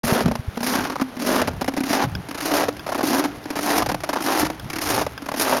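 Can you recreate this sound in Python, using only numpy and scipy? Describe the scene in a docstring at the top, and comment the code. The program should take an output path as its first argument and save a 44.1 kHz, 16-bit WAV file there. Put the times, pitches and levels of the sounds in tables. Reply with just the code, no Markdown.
"""Footsteps creak and crunch on cold packed snow, about 1.6 steps a second.
Under each boot the crust first gives way in single creaking slips, then crushes in a dense crunch,
and creaks again as the foot rolls off. All of this is made of tiny clicks: ice bonds snapping.
Crumbs of ice tick and something carried clinks now and then. Behind the steps, a light wind
rumbles on the microphone over a faint rush of open air."""
import sys
import numpy as np
from scipy import signal
from scipy.fft import rfft, irfft
from scipy.io import wavfile
from scipy.ndimage import uniform_filter1d

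SR = 44100
rng = np.random.default_rng(int(sys.argv[2]) if len(sys.argv) > 2 else 0)


def put_to_file(sound):
    """Save the sound as 16-bit audio at rate SR, in the file named by the first command-line argument."""
    columns = np.atleast_2d(sound).T  # one column per channel
    safe = np.clip(columns, -1, 1)
    whole_steps = np.round(safe * 32767)
    wavfile.write(sys.argv[1], SR, whole_steps.astype(np.int16))


N = 246959
TIME = np.arange(N) / SR

# Single slips of the crust: start_s, crack_db, grit_db, thud_db, lag_s (wait for the main crack)
SLIPS = [(0.034, -25, -31.5, -21, 0.0055), (.149, -21.5, -42, -31, .0085),
         (.206, -19.5, -28.5, -26, 0.0053), (0.258, -24, -34.5, -11.5, 0.0011),
         (0.28, -23, -37, -21, 0.0026), (0.313, -21.5, -36, -21, 0.00202), (.353, -24, -33.5, -26, 0.0014),
         (0.571, -25.5, -36.5, -22, 0.0017), (0.605, -30, -34.5, -26, 0.0019),
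         (0.629, -27, -36, -34, 0.0029), (.77, -25, -41, -35, 0.0027), (0.849, -23.5, -33, -29, 0.0046),
         (.899, -25, -33.5, -26, 0.0014), (0.921, -30, -40, -32, 0.0025), (0.956, -23, -39, -51, .002),
         (0.997, -25.5, -44, -24.5, 0.002), (1.012, -23.5, -29.5, -14.5, 0.0048),
         (1.167, -39, -41, -28, 0.0025), (1.416, -17, -24.5, -28, .0023), (1.474, -20, -28, -22.5, 0.0054),
         (1.611, -21, -29.5, -22.5, 0.0051), (1.644, -28.5, -35, -35, .001),
         (1.678, -18.5, -28, -17, .0051), (1.737, -33, -37, -27, 0.0013),
         (1.766, -23, -29.5, -22.5, 0.0058), (1.779, -33, -39, -18, 0.0029),
         (1.805, -32, -31.5, -17, 0.0013), (1.835, -34, -30.5, -23, 0.0027), (1.901, -25, -30, -18, 0.0054),
         (1.929, -19, -25.5, -39, 0.0039), (2.036, -30, -37, -24, 0.0022),
         (2.286, -38, -37.5, -28.5, 0.0032), (2.31, -35, -34.5, -30, 0.0013),
         (2.345, -33, -33, -31, 0.0052), (2.376, -35, -32, -46, 0.007), (2.404, -36, -28.5, -41, .0028),
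         (2.515, -22.5, -51, -21.5, .009), (2.631, -22, -28, -40, 0.0052),
         (2.683, -16.5, -31, -22.5, 0.0033), (2.767, -42, -41.5, -53, 0.00068),
         (2.864, -26, -35.5, -47, 0.0022), (2.877, -31.5, -38, -49, 0.0012),
         (2.889, -22.5, -34, -37, 0.0065), (2.919, -21.5, -32.5, -42, 0.006),
         (2.946, -21.5, -29.5, -26, 0.0069), (2.978, -26.5, -31.5, -23, 0.0068),
         (2.992, -23, -43, -30, 0.00091), (3.007, -21.5, -33.5, -38, 0.0027), (3.03, -23, -54, -17, 0.0061),
         (3.239, -23, -29, -21.5, 0.0037), (3.249, -21.5, -32.5, -24, 0.0043),
         (3.455, -33, -41, -26, 0.0009), (3.503, -28.5, -31, -25, 0.0026), (3.555, -25, -28, -22.5, .012),
         (3.588, -23.5, -29.5, -26, 0.0037), (3.821, -19, -29, -37, 0.0026), (3.861, -23, -29, -35, 0.0026),
         (3.888, -19, -27.5, -39, 0.0073), (3.916, -24, -31, -24, 0.0015), (3.944, -21, -32.5, -45, 0.0013),
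         (4.003, -42, -40, -44, .0018), (4.035, -23, -30, -39, .0045), (4.09, -20, -28.5, -24, .005),
         (4.13, -22, -27.5, -24.5, .0041), (4.157, -18, -37, -37, 0.0064), (4.203, -28, -40, -35, 0.0041),
         (4.429, -25, -38, -14.5, 0.0009), (4.447, -27, -28, -35, 0.0047), (4.462, -25, -30.5, -39, 0.0029),
         (4.5, -24, -34, -26, 0.0016), (4.7, -42, -30.5, -33, 0.0024), (4.731, -54, -30.5, -27.5, 0.0028),
         (4.757, -46, -29, -27, 0.0052), (4.785, -49, -29, -27, 0.0015), (4.977, -18.5, -48, -30, .0028),
         (5.013, -21.5, -33, -28, 0.0026), (5.065, -21.5, -35.5, -33, 0.00124),
         (5.22, -40, -41, -28, 0.0022), (5.26, -35, -36.5, -36, 0.0015), (5.286, -23, -34, -39, 0.003),
         (5.316, -25, -33.5, -47, 0.0013), (5.339, -25, -33, -26, 0.004), (5.524, -15.5, -44, -33, 0.0026)]
# Full weight on the snow: start_s, length_s, crunch_db, powder_db, sparkle_db, body_db,
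# hiss_peak, weight_peak (both shares of the length), tread_db (light pressure before), roll_db (after)
STEPS = [(0.045, 0.16, -22, -30.5, -30, -28.5, 0.16, 0.3, -13, -2.5),
         (0.627, 0.16, -25, -28.5, -29.5, -24.5, 0.27, 0.69, -15.5, 3.5),
         (1.19, 0.22, -22, -30.5, -33, -25, 0.69, 0.48, -15.5, -3),
         (1.854, 0.19, -21, -29.5, -34.5, -27.5, 0.36, 0.74, -12.5, -19),
         (2.416, 0.22, -22, -29.5, -32.5, -28.5, 0.68, 0.58, -12, -6),
         (3.027, 0.18, -23, -28.5, -30.5, -22.5, 0.71, 0.61, -7.5, -2.5),
         (3.604, 0.21, -22.5, -29.5, -30.5, -27, 0.78, 0.39, -8.5, -7),
         (4.219, 0.22, -23, -29.5, -30, -26.5, 0.98, 0.29, -3.5, -7.5),
         (4.809, 0.22, -25.5, -29.5, -30, -32, 0.31, 0.36, -6.5, -13),
         (5.359, 0.22, -21.5, -28.5, -28.5, -29.5, 0.23, 0.55, -15.5, -12)]
# How the hollow sole and the snow ring from step to step: time_s, hollow_hz, creak_hz, creak_boost_db
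RESONANCES = [(.13, 232, 584, 4.5), (.6, 229, 630, 4), (.9, 273, 940, -11), (1.26, 248, 544, 12),
              (1.38, 252.5, 597, 2), (2.0, 272, 780, 4.5), (2.6, 294.5, 663, 9.5), (3.15, 283, 680, 5),
              (3.75, 289, 725, 6), (4.35, 319, 755, 4), (4.95, 298, 700, -3), (5.5, 258, 660, 5)]
# How each layer follows a step: bite_db (start), lift_db (end), light_pressure_db, between_steps_db
CRUNCH_SHAPE = (-15, -1, -2.5, -48)
POWDER_SHAPE = (-5.5, -5.5, -8, -60)
SPARKLE_SHAPE = (-6.5, -8, -13.5, -58.5)
BODY_SHAPE = (-4, 0, -2.5, -54)
# Knocks on the carried thing: start_s, level_db
CLINKS = [(2.152, -26.5), (2.795, -31), (4.597, -31), (5.178, -29)]
# The tones it rings with: pitch_hz, level_db, fade_s (time to fall by 60 dB)
CLINK_TONES = [(1520, -17, 0.015), (1560, 0, 0.02), (2650, -12, .01), (3390, -3, 0.013), (5070, -1, 0.0087)]
# Wind swells as the leg swings through: peak_s, half_width_s, level_db
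GUSTS = [(.05, 0.036, -26), (.28, 0.051, -20.5), (.82, 0.027, -34), (1.53, 0.12, -28.5), (2.07, 0.029, -23),
         (2.17, 0.05, -25), (2.7, 0.16, -41.5), (3.35, 0.079, -47), (3.9, .1, -29.5), (4.46, 0.057, -32),
         (4.65, 0.063, -32), (4.98, 0.15, -32.5)]
# Soft thumps of wind: peak_s, level_db, pitch_hz
BUFFETS = [(0.126, -7.5, 170), (.266, -4.5, 181), (0.277, -22, 112), (0.398, -17, 107), (.486, -15, 83),
           (2.051, -21, 149), (2.128, -19, 128), (3.379, -33, 90)]
# The tone colour of each sound, from bass to treble: frequency_hz, level_db
CRACK_COLOUR = [(60, -49), (200, -1.5), (400, -2.5), (680, -3.5), (1050, -8), (1400, -8), (1900, -12.5),
                (3000, -15.5), (6000, -16.5), (16000, -44)]
GRIT_COLOUR = [(100, 6), (600, 1.5), (1500, 10), (2500, 5.5), (3400, -1.5), (5200, 3), (6600, -1.5),
               (9300, -4), (11500, -2), (13000, -8), (16000, -19)]
CRUNCH_COLOUR = [(60, -51.5), (200, -12), (300, -12.5), (385, 3), (490, 0), (680, -2.5), (1000, 0.5),
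                 (1300, -1.5), (1600, -2.5), (2200, -9), (3200, -12), (6000, -24), (16000, -58)]
POWDER_COLOUR = [(100, -1.5), (500, 7.5), (1400, 6), (2500, 4), (3300, -1), (5300, 5), (6600, 2),
                 (9300, -15), (11500, -7), (13000, -6.5), (16000, -17)]
SPARKLE_COLOUR = [(100, -64), (4000, -7.5), (7000, -5), (9500, 0.5), (11500, 1), (13000, -4), (16000, -20)]
WIND_COLOUR = [(10, -61), (30, -10), (55, 4), (125, 5.5), (180, 2), (300, -18.5), (700, -19), (3000, -53),
               (16000, -79)]
AIR_COLOUR = [(40, -22), (120, 4), (250, 5.5), (600, -5), (1500, -4.5), (3000, -10), (7000, -24.5),
              (11000, -23), (16000, -33)]


def slips(size=4096):
    """Each slip is a short avalanche of snapping bonds around one main crack, and thumps the sole."""
    out, t = np.zeros(N), np.arange(size) / SR
    crack_filter, grit_filter = response(CRACK_COLOUR), response(GRIT_COLOUR)
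    hollow_hz, creak_hz = curve(RESONANCES, 1), curve(RESONANCES, 2)
    gain = np.sqrt(.01 * SR / size)  # levels count as if the slip lasted 10 ms
    settling = .17 * np.exp(-t / .018)  # grains settle afterwards
    for start_s, crack_db, grit_db, thud_db, lag_s in SLIPS:
        lag_s = np.clip(lag_s, .0005, .02)
        thud_detune, creak_detune = np.exp(rng.standard_normal(2) * [.03, .09])  # no two ring alike
        breaking = np.exp(-(t / (2.19 * lag_s + .0052)) ** 4)
        avalanche = (1 - np.exp(-t / .000087)) * (breaking + settling)
        snaps = unit(avalanche * grains(size, per_s=3500, spread_db=5))
        collapse = unit(soften(signal.unit_impulse(size, round(lag_s * SR)), hz=1150))  # sucks air in
        crack = unit(through(snaps, crack_filter)) - .53 * unit(through(collapse, crack_filter))
        hz = np.full(size, creak_hz[int(start_s * SR)] * creak_detune)
        crack = creak(crack, .81 * hz, width_hz=170, boost_db=-1)
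        crack = creak(crack, 1.257 * hz, width_hz=395, boost_db=13)
        grit = through(avalanche * grains(size, per_s=9000, spread_db=4), grit_filter)
        # the hollow sole takes a cycle to build up, drops quickly, then rings on faintly
        age = np.maximum(t - lag_s, 0)
        swell = (1 - np.exp(-age / .0028)) * (np.exp(-age / .0045) + .097 * np.exp(-age / .044))
        thud = -swell * np.sin(2 * np.pi * hollow_hz[int(start_s * SR)] * thud_detune * age)
        slip = amp(crack_db - .02) * unit(crack) + amp(grit_db + 3) * unit(grit)
        add(out, start_s, gain * (slip + amp(thud_db) * unit(thud)))
    return out


def crush(aftershock_s=.007, surge_s=.009):
    """Under full weight the slips run together: an uneven stutter of cracks in a hiss of fine powder."""
    _, _, crunch_db, powder_db, sparkle_db, body_db, hiss_peaks, weight_peaks, _, _ = np.transpose(STEPS)
    hollow_hz, creak_hz, boost_db = (curve(RESONANCES, column) for column in (1, 2, 3))
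    cracks_per_s = 150 * np.exp(.5 * unit(uniform_filter1d(rng.standard_normal(N), 200)))
    clicks = np.diff(np.floor(np.cumsum(cracks_per_s) / SR), prepend=0)
    stutter = clicks * amp(4.7 * rng.standard_normal(N))
    # each crack sets off smaller ones
    aftershocks = unit(signal.lfilter([1], [1, -np.exp(-1 / (aftershock_s * SR))], stutter))
    snaps = unit((.6 + aftershocks) * grains(N, per_s=3200, spread_db=1.8))
    cracks = snaps - .26 * unit(soften(stutter, hz=1060))
    crunch = creak(through(cracks, response(CRUNCH_COLOUR)), creak_hz, width_hz=130, boost_db=boost_db)
    body = resonate(resonate(cracks, hollow_hz, width_hz=35), hollow_hz, width_hz=150)
    fine_snaps = (.46 + aftershocks) * grains(N, per_s=14000, spread_db=1.5)
    powder = through(fine_snaps, response(POWDER_COLOUR))
    # as the boot scuffs, loose crystals add a bright sparkle
    crystals = (.27 + aftershocks) * grains(N, per_s=9000, spread_db=-1)
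    sparkle = through(crystals, response(SPARKLE_COLOUR))
    # the boot sinks in small uneven surges that all layers share
    surge = amp(1.5 * unit(soften(rng.standard_normal(N), hz=.5 / surge_s)))
    return unit(surge) * (
        steady(crunch, span_s=.025) * amp(pressure(crunch_db, CRUNCH_SHAPE, weight_peaks) + 1.2)
        + steady(powder, span_s=.15) * amp(pressure(powder_db, POWDER_SHAPE, hiss_peaks) + 4)
        + steady(sparkle, span_s=.37) * amp(pressure(sparkle_db, SPARKLE_SHAPE, hiss_peaks) + 2)
        + steady(body, span_s=.045) * amp(pressure(body_db, BODY_SHAPE, weight_peaks) + 1.34))


def pressure(levels_db, shape, peaks, tread_s=.12, bite_s=.0046, lift_s=.0097, roll_s=.074):
    """A layer's level in dB as each boot treads lightly, bites in, presses, lifts and rolls off."""
    bite_db, lift_db, light_db, rest_db = shape
    power = np.full(N, amp(rest_db) ** 2)
    for step, level_db, peak in zip(STEPS, levels_db, np.clip(peaks, .05, .95)):
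        start_s, length_s, *_, tread_db, roll_db = step
        age = TIME - start_s
        since_lift = np.maximum(age - length_s, 0)
        swell_db = np.interp(age / length_s, [0, peak, 1], [bite_db, 0, lift_db])
        full = amp(swell_db) * np.clip(age / bite_s, 0, 1) * np.exp(-since_lift / lift_s)
        tread = amp(tread_db) * np.exp(-abs(age) / tread_s) * (age < 0)
        roll = amp(roll_db) * np.exp(-since_lift / roll_s) * (since_lift > 0)
        power += amp(level_db) ** 2 * (full ** 2 + (amp(light_db) * (tread + roll)) ** 2)
    return 10 * np.log10(power)


def grip(dip_db=-7, dip_s=.004):
    """The crust holds just before each slip, so the crushing briefly dies down."""
    starts = np.sort(np.array(SLIPS)[:, 0])
    until_slip = np.append(starts, np.inf)[np.searchsorted(starts, TIME)] - TIME
    return amp(dip_db * np.exp(-until_slip / dip_s))


def grains(n, per_s, spread_db):
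    """Random clicks of uneven strength, like ice bonds snapping."""
    strength = amp(spread_db * np.minimum(rng.exponential(1, n), 4))
    return unit(strength * rng.choice([-1, 1], n) * (rng.random(n) < per_s / SR))


def creak(x, hz, width_hz, boost_db):
    """The packed snow favours one pitch of whatever cracks in it."""
    return x + amp(boost_db) * resonate(x, hz, width_hz)


def crumbs(count=60, size=600):
    """Crumbs of ice drop from the boots and tick faintly, each at its own pitch."""
    out, t = np.zeros(N), np.arange(size) / SR
    for when, pitch, weight in rng.random((count, 3)):
        snaps = rng.standard_normal(size) * np.exp(-t / .0025)
        hz = 1300 * 10 ** (pitch ** 2)  # mostly low ticks, a few high
        tick = unit(resonate(snaps, np.full(size, hz), width_hz=hz / 5)) + .35 * unit(snaps)
        add(out, when * N / SR, amp(-53 + 9 * weight) * tick)
    return out


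def clinks(size=3000):
    """A small hard thing is knocked, chatters for an instant and rings briefly."""
    out, t = np.zeros(N), np.arange(size) / SR
    ring = sum(amp(db - 60 * t / fade_s) * np.sin(2 * np.pi * hz * t) for hz, db, fade_s in CLINK_TONES)
    for start_s, level_db in CLINKS:
        chatter = grains(size, per_s=20000, spread_db=-3.5) * np.exp(-t / .0039)
        clink = unit(ring) + .95 * unit(through(chatter, ring)) + .43 * unit(chatter)
        add(out, start_s, amp(level_db - 13.5) * clink)
    return out


def wind():
    """Swirling air rumbles on the microphone, swelling with the stride, with a few soft thumps."""
    gusts = sum(amp(db) * np.exp(-((TIME - peak_s) / width_s) ** 2) for peak_s, width_s, db in GUSTS)
    rumble = steady(through(rng.standard_normal(N), response(WIND_COLOUR)), span_s=.22)
    out = rumble * (amp(-47.5) + gusts) * amp(-4)  # a faint breeze stays between gusts
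    t = np.arange(-SR // 20, SR // 20) / SR
    for peak_s, level_db, hz in BUFFETS:
        thump = -np.cos(2 * np.pi * hz * t) * np.exp(-(t * hz / .53) ** 2)
        add(out, peak_s + t[0], amp(level_db) * thump)
    return out


def air():
    """The faint even rush of the open snowfield."""
    return amp(-43) * unit(through(rng.standard_normal(N), response(AIR_COLOUR)))


def amp(db):
    """Turns decibels into a number to multiply by."""
    return 10 ** (np.asarray(db) / 20)


def unit(x):
    """Scales a sound to an average level (rms) of 1."""
    return x / np.sqrt(np.mean(x ** 2) + 1e-20)


def curve(table, column):
    """One column of a table, joined by straight lines in time."""
    rows = np.array(table)
    return np.interp(TIME, rows[:, 0], rows[:, column])


def add(mix, start_s, sound):
    """Mixes a sound in at the given time."""
    part = mix[max(round(start_s * SR), 0):][:len(sound)]
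    part += sound[:len(part)]


def response(colour, size=4096):
    """Builds a filter: the sound of one click with the given tone colour."""
    hz, db = np.transpose(colour)
    log_hz = np.log(np.fft.rfftfreq(size, 1 / SR) + 1)
    cepstrum = irfft(np.log(amp(np.interp(log_hz, np.log(hz), db))))
    # fold it so that nothing sounds before the click
    cepstrum[1:size // 2] *= 2
    cepstrum[size // 2 + 1:] = 0
    taps = irfft(np.exp(rfft(cepstrum)))[:size // 2]
    return taps / np.linalg.norm(taps)


def through(x, taps):
    """Passes a sound through a filter."""
    return signal.oaconvolve(x, taps)[:len(x)]


def steady(x, span_s):
    """Evens out slow changes in level and keeps the faster grain."""
    window = signal.windows.hann(int(span_s * SR) | 1)
    return x / np.sqrt(abs(signal.oaconvolve(x ** 2, window / window.sum(), "same")) + 1e-9)


def resonate(x, hz, width_hz):
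    """Keeps a band of sound around a pitch that may glide."""
    turn = np.exp(2j * np.pi * np.cumsum(hz) / SR)
    decay = np.exp(-np.pi * width_hz / SR)
    return 2 * (turn * signal.lfilter([1 - decay], [1, -decay], x / turn + 1e-18)).real


def soften(x, hz):
    """Rounds off sharp edges, leaving little above hz."""
    return signal.sosfilt(signal.butter(2, hz, fs=SR, output="sos"), x)


def scene():
    """Boots, clinks, wind and open air, alike in both channels."""
    mono = slips() + grip() * crush() + crumbs() + clinks() + wind() + air()
    return np.array([mono, mono])


def record(dry, notch_hz=7930, top_hz=16000):
    """The sound opens after a moment; one treble band and the very highest treble are cut away."""
    opened = dry * np.clip((TIME - .033) / .003, 0, 1)
    notched = signal.lfilter(*signal.iirnotch(notch_hz, 4.2, SR), opened)
    low_pass = signal.firwin(511, top_hz, window=("kaiser", 9), fs=SR)
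    return signal.oaconvolve(notched, low_pass[None], "same")


dry = scene()
out = record(dry)
put_to_file(out)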